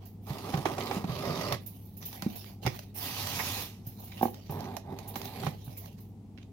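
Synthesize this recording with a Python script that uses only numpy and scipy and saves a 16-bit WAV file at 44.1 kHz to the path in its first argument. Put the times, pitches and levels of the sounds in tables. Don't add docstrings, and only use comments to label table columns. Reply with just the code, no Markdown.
import sys
import numpy as np
from scipy import signal
from scipy.fft import rfft, irfft, next_fast_len
from scipy.io import wavfile
from scipy.ndimage import uniform_filter1d, map_coordinates

SR = 44100
rng = np.random.default_rng(int(sys.argv[2]) if len(sys.argv) > 2 else 0)


def to_wav(s):
    ch = np.atleast_2d(s).T
    pcm = np.round(np.clip(ch, -1, 1) * 32767)
    wavfile.write(sys.argv[1], SR, pcm.astype(np.int16))


N = 287532

TIME = np.arange(N) / SR
AGE = np.arange(SR // 3) / SR
SIDES = np.array([[1], [-1]])


def amp(db):
    return 10 ** (np.asarray(db) / 20)


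def unit(x):
    return x / np.sqrt(np.mean(x ** 2) + 1e-20)


def burst(x):
    return x / np.sqrt(np.mean(x[..., :662] ** 2) + 1e-20)


def along(points, hz):
    f, v = np.transpose(points)
    return np.interp(np.log(hz + 1), np.log(f + 1), v)


def wobble(rate, count=N):
    values = rng.standard_normal(2048)
    return map_coordinates(values, [TIME[:count] * rate], mode="wrap")


def filtered(x, response):
    n = x.shape[-1]
    padded = next_fast_len(n + 8192)
    spectrum = rfft(x, padded) * response(np.fft.rfftfreq(padded, 1 / SR))
    return irfft(spectrum, padded)[..., :n]


def coloured(x, gain_db, size=4096):
    cepstrum = irfft(np.log(amp(gain_db(np.fft.rfftfreq(size, 1 / SR))) + 1e-6))
    cepstrum[1:size // 2] *= 2
    cepstrum[size // 2 + 1:] = 0
    impulse = irfft(np.exp(rfft(cepstrum)))
    return signal.fftconvolve(x, impulse[None], axes=1)[:, :x.shape[1]]


def add(track, s, sound):
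    part = track[..., max(round(s * SR), 0):][..., :sound.shape[-1]]
    part += sound[..., :part.shape[-1]]


def ring(hz, t60):
    return np.sin(2 * np.pi * hz * AGE) * amp(-60 * AGE / t60)


def puff(t60, rise, colour):
    envelope = (1 - np.exp(-AGE / rise)) * amp(-60 * AGE / t60)
    noise = rng.standard_normal((2, len(AGE))) * envelope
    return burst(coloured(noise, lambda f: along(colour, f)))


def slips(rate, spread_db, count=N):
    size = amp(spread_db * np.minimum(rng.exponential(size=count), 4))
    way = rng.uniform(0, 2 * np.pi, count)
    happens = rng.random(count) < rate / SR
    return unit(happens * size * np.array([np.cos(way), np.sin(way)]))


def patchy(x, depth_db):
    z = signal.stft(x, nperseg=256)[2]
    over_pitch = uniform_filter1d(rng.standard_normal(z.shape[1:]), size=3, axis=0)
    field = uniform_filter1d(over_pitch, size=18, axis=1)
    return signal.istft(z * amp(depth_db * unit(field)), nperseg=256)[1][:, :x.shape[1]]


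def effort(start, end, db, swell_db, attack_s, release_s, arch_db=0):
    uneven_db, uneven_per_s = 1.2, 16
    from_middle = np.clip((TIME - start) / (end - start), 0, 1) - .5
    arch = -arch_db * (2 * from_middle) ** 2
    hold_db = swell_db * from_middle + arch + uneven_db * wobble(uneven_per_s)
    attack = np.clip((TIME - start) / attack_s, 0, 1)
    return attack * amp(db + hold_db - 60 * np.maximum(TIME - end, 0) / release_s)


def ventilation():
    # frequency in Hz, relative level in dB.
    air_colour = [(18, -55), (30, -39), (70, -8), (86, -11), (106, -5), (124, -10), (199, -6), (336, -20),
                  (404, -19.5), (584, -34), (780, -28.5), (1160, -42.5), (1630, -53), (1960, -48.5),
                  (16000, -58.5)]
    # frequency in Hz, level in dB around which it drifts.
    hum_tones = [(49, -62.5), (100, -50), (200, -64.5)]
    air = filtered(rng.standard_normal((2, N)), lambda f: amp(along(air_colour, f)))
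    side = filtered(air[1], lambda f: amp(along([(100, -17), (700, -9), (2500, -1)], f)))
    rush = amp(-50.0) * unit(air[0] + SIDES * side)
    hum = sum(amp(db + wobble(3.2)) * np.sqrt(2) * np.sin(2 * np.pi * hz * TIME + 0.22 * wobble(4.4))
              for hz, db in hum_tones)
    left_lift_db = [(80, .1), (700, 0.33), (8000, 0.4)]
    return filtered(rush + hum, lambda f: amp(SIDES * along(left_lift_db, f)))


def handling():
    # start in seconds, end in seconds, relative level in dB,
    # swell over the brush in dB, gain of the sheen above 8 kHz in dB.
    brush_moves = [(0.0, 0.067, -63, -8, -6), (0.21, 0.28, -67.5, 4, 11), (1.59, 1.983, -67, -7, 7),
                   (2.001, 2.483, -52, -2, -0.5), (2.613, 2.766, -45.5, -4.5, -1.5),
                   (2.941, 3.04, -49, -4, 12), (3.839, 4.26, -55, 8.5, 0.5), (4.327, 4.486, -60, -2, -6),
                   (5.48, 5.883, -58, 2, -1), (5.965, 6.032, -63, -15, -2)]
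    # start in seconds, relative level in dB.
    brief_scuffs = [(0.804, -30.5), (0.8654, -30.5), (2.0236, -42), (2.657, -25.5), (3.576, -34),
                    (4.1144, -41.5), (4.1695, -38.5), (4.591, -40), (4.639, -42), (6.373, -44.5),
                    (6.414, -48)]
    # frequency in Hz, relative level in dB.
    rustle_colour = [(70, -45), (300, 0.5), (800, 7), (1400, -9.5), (2500, -3), (6200, -6), (8000, -19),
                     (11000, -7), (15000, -3.5)]
    # frequency in Hz, relative level in dB.
    scuff_colour = [(100, -43), (500, 5), (900, -11), (2200, 3.5), (4500, -2), (6500, -6.5), (8000, -28),
                    (15000, -21)]
    clumps = amp(1.8 * wobble(60))
    rustle = unit(coloured(slips(rate=2800, spread_db=2.5) * clumps, lambda f: along(rustle_colour, f)))
    sheen = filtered(rustle, lambda f: f > 8000)
    brushes = np.zeros((2, N))
    for start, end, db, swell_db, sheen_db in brush_moves:
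        gain = effort(start, end, db, swell_db, attack_s=0.026, release_s=0.34)
        brushes += gain * (rustle + (amp(sheen_db) - 1) * sheen)
    scuff = coloured(slips(rate=6400, spread_db=8.0), lambda f: along(scuff_colour, f))
    pressure = np.zeros(N)
    swell = AGE / 0.0074
    for s, db in brief_scuffs:
        add(pressure, s, amp(db - 11.5) * swell * np.exp(1 - swell))
    return patchy(brushes + unit(scuff) * pressure, depth_db=4.0)


def jingles():
    # start in seconds, relative level in dB.
    shakes = [(0.0537, -44.5), (1.6606, -34.5), (1.852, -51), (1.9676, -41), (2.0532, -28.5), (2.3555, -35),
              (3.8652, -36.5), (3.996, -42), (4.0402, -39.5), (4.2228, -29.5), (4.5053, -35.5),
              (5.0754, -36), (5.1573, -33), (5.2434, -37), (5.6426, -43.5), (5.7718, -34.5),
              (6.0018, -47.5)]
    # central frequency in Hz, central relative level in dB,
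    # time to fall by 60 dB in seconds.
    link_tones = [(7200, -1, 0.045), (10000, 0, 0.15), (10140, -4.5, 0.092), (12300, -8, .06),
                  (13100, 4, .07), (13700, 17, 0.058), (15600, -6, 0.033), (15700, -12, .08)]
    fizz_colour = [(1000, -40.0), (2500, -11.5), (6500, -9.5), (8500, -32.0), (10500, -4.5), (14000, 2.5)]
    swing_back_s, swing_back_db = 0.079, -16.5
    out = np.zeros((2, N))
    swings = [(s + swing_back_s * rng.uniform(.8, 1.2), db + swing_back_db) for s, db in shakes]
    for s, db in list(shakes) + swings:
        contacts = puff(t60=.07, rise=.001, colour=[(1000, 0)])
        metal = np.zeros(len(AGE))
        for f, level, t60 in link_tones:
            metal += amp(level + rng.normal(0, 2.5)) * ring(f * (1 + rng.normal(0, .012)), t60)
        tone = burst(signal.fftconvolve(contacts, metal[None], axes=1)[:, :len(AGE)])
        fizz = puff(t60=0.24, rise=0.0011, colour=fizz_colour)
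        add(out, s, amp(db - 11.5) * (tone + amp(2) * fizz))
    return out


def rub(strokes, colour, rate, spread_db, flutter_db, rumble_db, tick_db, attack_s, release_s,
        arch_db=0, count=SR):
    # frequency in Hz, width in Hz, lift in dB.
    box_resonances = [(254, 39, 6), (395.3, 28, 7), (805, 37, 1), (1217, 220, 4), (2000, 210, 3)]

    def shape(f):
        lifts = sum(db / (1 + (2 * (f - hz) / w) ** 2) for hz, w, db in box_resonances)
        return along(colour, f) + lifts

    def below(f, hz):
        return 1 / (1 + (f / hz) ** 8)

    out = np.zeros((2, N))
    for start, end, db, swell_db, hiss_db in strokes:
        force = slips(rate, spread_db, count=count)
        body = coloured(force, shape)
        clumps = force * amp(flutter_db * wobble(221, count=count))
        ticks = amp(tick_db) * slips(rate=150, spread_db=0, count=count)
        crackle = coloured(clumps + ticks, shape)
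        rumble = filtered(body[:1], lambda f: below(f, 392))
        rasp = filtered(body[0] + 0.25 * SIDES * body[1], lambda f: below(f, 2120) - below(f, 346))
        hiss = patchy(filtered(crackle, lambda f: 1 - below(f, 1570)), depth_db=2.5)
        mix = amp(rumble_db) * unit(rumble) + unit(rasp) + amp(hiss_db) * unit(hiss)
        gain = effort(start, end, db, swell_db, attack_s, release_s, arch_db)
        add(out, start, gain[round(start * SR):][:count] * mix)
    return out


def seams():
    # start in seconds, end in seconds, relative level in dB,
    # swell over the stroke in dB, tape hiss over the rasp in dB.
    first_jabs = [(0.255, 0.385, -48.5, 3.5, -1), (0.42, 0.59, -44, 4, -5.5),
                  (0.645, 0.725, -41.5, -3.5, -5.5), (0.755, 0.965, -41, -1.5, -5)]
    # start in seconds,
    # end in seconds, relative level in dB, swell over the stroke in dB, tape hiss over the rasp in dB.
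    long_cut = [(1.06, 1.545, -40.5, 5, -3.5), (1.21, 1.31, -38.5, 0, -12)]
    # start in seconds, end in seconds, relative level in dB,
    # swell over the stroke in dB, tape hiss over the rasp in dB.
    second_pulls = [(4.492, 4.755, -45, -1.5, -12.5), (4.83, 4.93, -53, 15, -16), (4.96, 5.11, -54, 4, -7),
                    (5.135, 5.485, -49, 4, -2)]
    # frequency in Hz, relative level in dB.
    jab_colour = [(53, -38), (90, -4), (260, -4), (323, -5.5), (393, -2), (581, 1), (769, 4.5), (1240, -2),
                  (1440, -13.5), (4860, -15), (7660, -24), (12600, -20.5), (16000, -23.5)]
    # frequency in Hz, relative level in dB.
    cut_colour = [(53, -16), (90, 5), (180, 8), (284, -5), (393, -4), (438, -6.5), (606, 0.5), (753, -9.5),
                  (1210, -7.5), (1410, -21), (4000, -24.5), (4750, -20.5), (8350, -40.5), (12300, -31),
                  (16000, -36.5)]
    # frequency in Hz, relative level in dB.
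    pull_colour = [(53, -34), (90, 5), (176, -2), (229, -1), (316, -10.5), (393, -5.5), (568, -9.5),
                   (821, 0), (1380, -25.5), (1570, -21.5), (3360, -22.5), (3910, -20), (7660, -37.5),
                   (14000, -26), (16000, -38)]
    jabs = rub(first_jabs, jab_colour, rate=2500, spread_db=1.5, flutter_db=2.5, rumble_db=0.5,
               tick_db=-17, attack_s=0.035, release_s=0.38)
    stroke = rub(long_cut, cut_colour, rate=4500, spread_db=0.5, flutter_db=-2.5, rumble_db=1.0,
                 tick_db=-12, attack_s=0.028, release_s=0.1, arch_db=0.5)
    second = rub(second_pulls, pull_colour, rate=4500, spread_db=2.0, flutter_db=2.0, rumble_db=2.5,
                 tick_db=-8, attack_s=0.006, release_s=0.21)
    return jabs + stroke + second


def blow(hz, thump_db, clack_db, crack_db, lag_s):
    # central frequency in Hz, central relative level in dB,
    # time to fall by 60 dB in seconds.
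    panel_tones = [(364, -12, 0.09), (515, -10.5, 0.076), (613, -23, 0.022), (769, 7, 0.026),
                   (880, -4, 0.023), (1108, -10, 0.032), (1620, -12, 0.012), (2275, -26.5, 0.047)]
    # frequency in Hz, relative level in dB.
    crack_colour = [(100, -46), (500, 12.5), (1100, 15), (1700, 7.5), (2400, 7.5), (3500, -0.5), (6300, -4),
                    (8000, -16), (15000, -14)]
    t60 = 10.6 / hz
    wall = ring(hz, t60) + amp(-11.5) * ring(hz * 1.35, t60)
    thump = wall * (1 - np.exp(-AGE / 0.0026))
    strength, detune = rng.normal(0, [[1.5], [.015]], (2, len(panel_tones)))
    panel = np.zeros(len(AGE))
    for k, (f, level, life) in enumerate(panel_tones):
        panel += (-1) ** k * amp(level + strength[k]) * ring(f * (1 + detune[k]), life)
    crush = 1 - np.exp(-(AGE / .0013) ** 2)
    crack = puff(t60=0.051, rise=0.0022, colour=crack_colour)
    out = amp(clack_db) * burst(crush * panel) + amp(crack_db) * crack
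    add(out, lag_s, amp(thump_db) * burst(thump))
    return out


def knocks():
    # start in seconds,
    # relative level in dB, hardness from 0 to 1, pitch of the struck wall in Hz.
    box_blows = [(0.302, -29, 0.5, 140), (0.538, -23.5, 0.74, 158), (0.573, -27.5, 0.54, 143),
                 (0.654, -26, 0.93, 354), (0.78, -37, 1, 404), (0.91, -34.5, 1, 285),
                 (0.966, -28.5, 0.23, 203), (1.04, -27, 0.62, 187), (1.093, -27.5, 0.44, 130),
                 (1.522, -31, 0.86, 122), (2.221, -35, 0.76, 196), (2.263, -22, 0.16, 214),
                 (2.649, -30, 0.53, 153), (2.663, -22, .7, 126), (2.671, -31, 0.51, 377),
                 (3.871, -37.5, 0, 124), (4.494, -30, 0.5, 147), (4.765, -43.5, 0.9, 630),
                 (5.156, -37.5, 0.93, 217), (5.432, -34, 0.82, 157), (5.465, -25.5, 0.8, 150),
                 (5.676, -35, 0.37, 130)]
    # start in seconds, relative level in dB.
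    corner_landings = [(4.211, -30.5), (4.228, -21.5), (4.253, -27), (4.28, -41)]
    soft_db = 38
    hard_thump_db, wall_lag_s = -1.5, 0.00833
    out = np.zeros((2, N))
    for s, db, hardness, hz in box_blows:
        clack_db = -soft_db * (1 - hardness)
        thump_db = hard_thump_db * hardness ** 2
        hit = blow(hz, thump_db, clack_db, crack_db=clack_db, lag_s=wall_lag_s * hardness ** 2)
        add(out, s, amp(db - 2.0) * hit)
    for s, db in corner_landings:
        add(out, s, amp(db) * blow(hz=233, thump_db=-4.5, clack_db=-2.5, crack_db=-21, lag_s=0.002))
    return out


def snaps():
    # start in seconds, relative level in dB.
    tape_snaps = [(0.5741, -31), (1.5239, -19), (2.1284, -33.5), (2.2218, -25.5), (2.4428, -40.5),
                  (2.6638, -21.5), (2.7906, -30), (3.2705, -25), (4.3435, -38), (4.6059, -36),
                  (4.7666, -26), (4.9876, -32), (5.1567, -27.5), (5.216, -29.5), (5.2544, -30.5),
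                  (5.8576, -38)]
    # frequency in Hz, relative level in dB.
    snap_colour = [(100, -82), (600, 11.5), (2000, 1), (4000, 4), (6400, 2.5), (8000, -10), (12000, -1),
                   (16000, -4.5)]
    out = np.zeros((2, N))
    for s, db in tape_snaps:
        add(out, s, amp(db - 14.5) * puff(t60=0.017, rise=0.00048, colour=snap_colour))
    return out


def slide():
    # start in seconds, end in seconds, relative level in dB,
    # swell over the push in dB, hiss over the rasp in dB.
    pushes = [(2.94, 3.62, -45.5, 3.5, 7)]
    # frequency in Hz, relative level in dB.
    push_colour = [(53, -51), (90, 13.5), (169, -1), (229, -3), (323, -12.5), (360, -19), (556, -19.5),
                   (839, -14.5), (1410, -24.5), (2130, -18), (2530, -10.5), (6030, -12), (7820, -23),
                   (13500, -12.5), (16000, -19)]
    out = rub(pushes, push_colour, rate=14000, spread_db=2.5, flutter_db=0.8, rumble_db=0, tick_db=-18.5,
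              attack_s=0.1, release_s=0.4, arch_db=3)
    hollow = [(100, -53), (600, -12), (900, 5.5), (1300, -9.5), (2200, 2.5), (3000, -14), (8000, -26)]
    add(out, 3.39, amp(-33) * puff(t60=0.066, rise=0.017, colour=hollow))
    return out


def walls():
    # frequency in Hz, time to fall by 60 dB in seconds.
    room_decay = [(150, 0.46), (800, 0.25), (4000, 0.24), (14000, 0.13)]
    # frequency in Hz, room level in dB.
    room_level = [(100, -22), (400, -5.5), (900, -16), (2200, -8.5), (14000, -4.5)]
    hz, t, z = signal.stft(rng.standard_normal((2, SR // 2)), SR, nperseg=256)
    decay = amp(-60 * t / along(room_decay, hz)[:, None])
    energy = 128 * np.sum(decay ** 2, axis=1, keepdims=True)
    decay *= amp(along(room_level, hz))[:, None] / np.sqrt(energy)
    return signal.istft(z * decay, SR, nperseg=256)[1]


def office(x):
    # frequency in Hz, left minus right in dB.
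    balance = [(60, -2.5), (200, -2), (400, -4), (720, -9.5), (1300, -6), (2400, -8), (4400, -7),
               (8000, -3), (15000, -6)]
    later = np.pad(x, ((0, 0), (90, 0)))
    wet = signal.fftconvolve(later, walls(), axes=1)[:, :N]
    direct = filtered(x, lambda f: np.exp(1j * np.pi * f * SIDES * 5.4 / SR))
    return filtered(direct + wet, lambda f: amp(SIDES * along(balance, f) / 2))


def scene():
    work = seams() + slide() + handling() + knocks() + snaps() + jingles()
    return office(work) + ventilation()


def record(dry):
    top_hz, bass_hz = 15900, 39

    def response(f):
        treble = np.clip((top_hz - f) / 200 + .5, 0, 1)
        bass = 1 - 1 / (1 + (f / bass_hz) ** 8)
        return treble * bass

    return filtered(dry, response)


dry = scene()
out = record(dry)
to_wav(out)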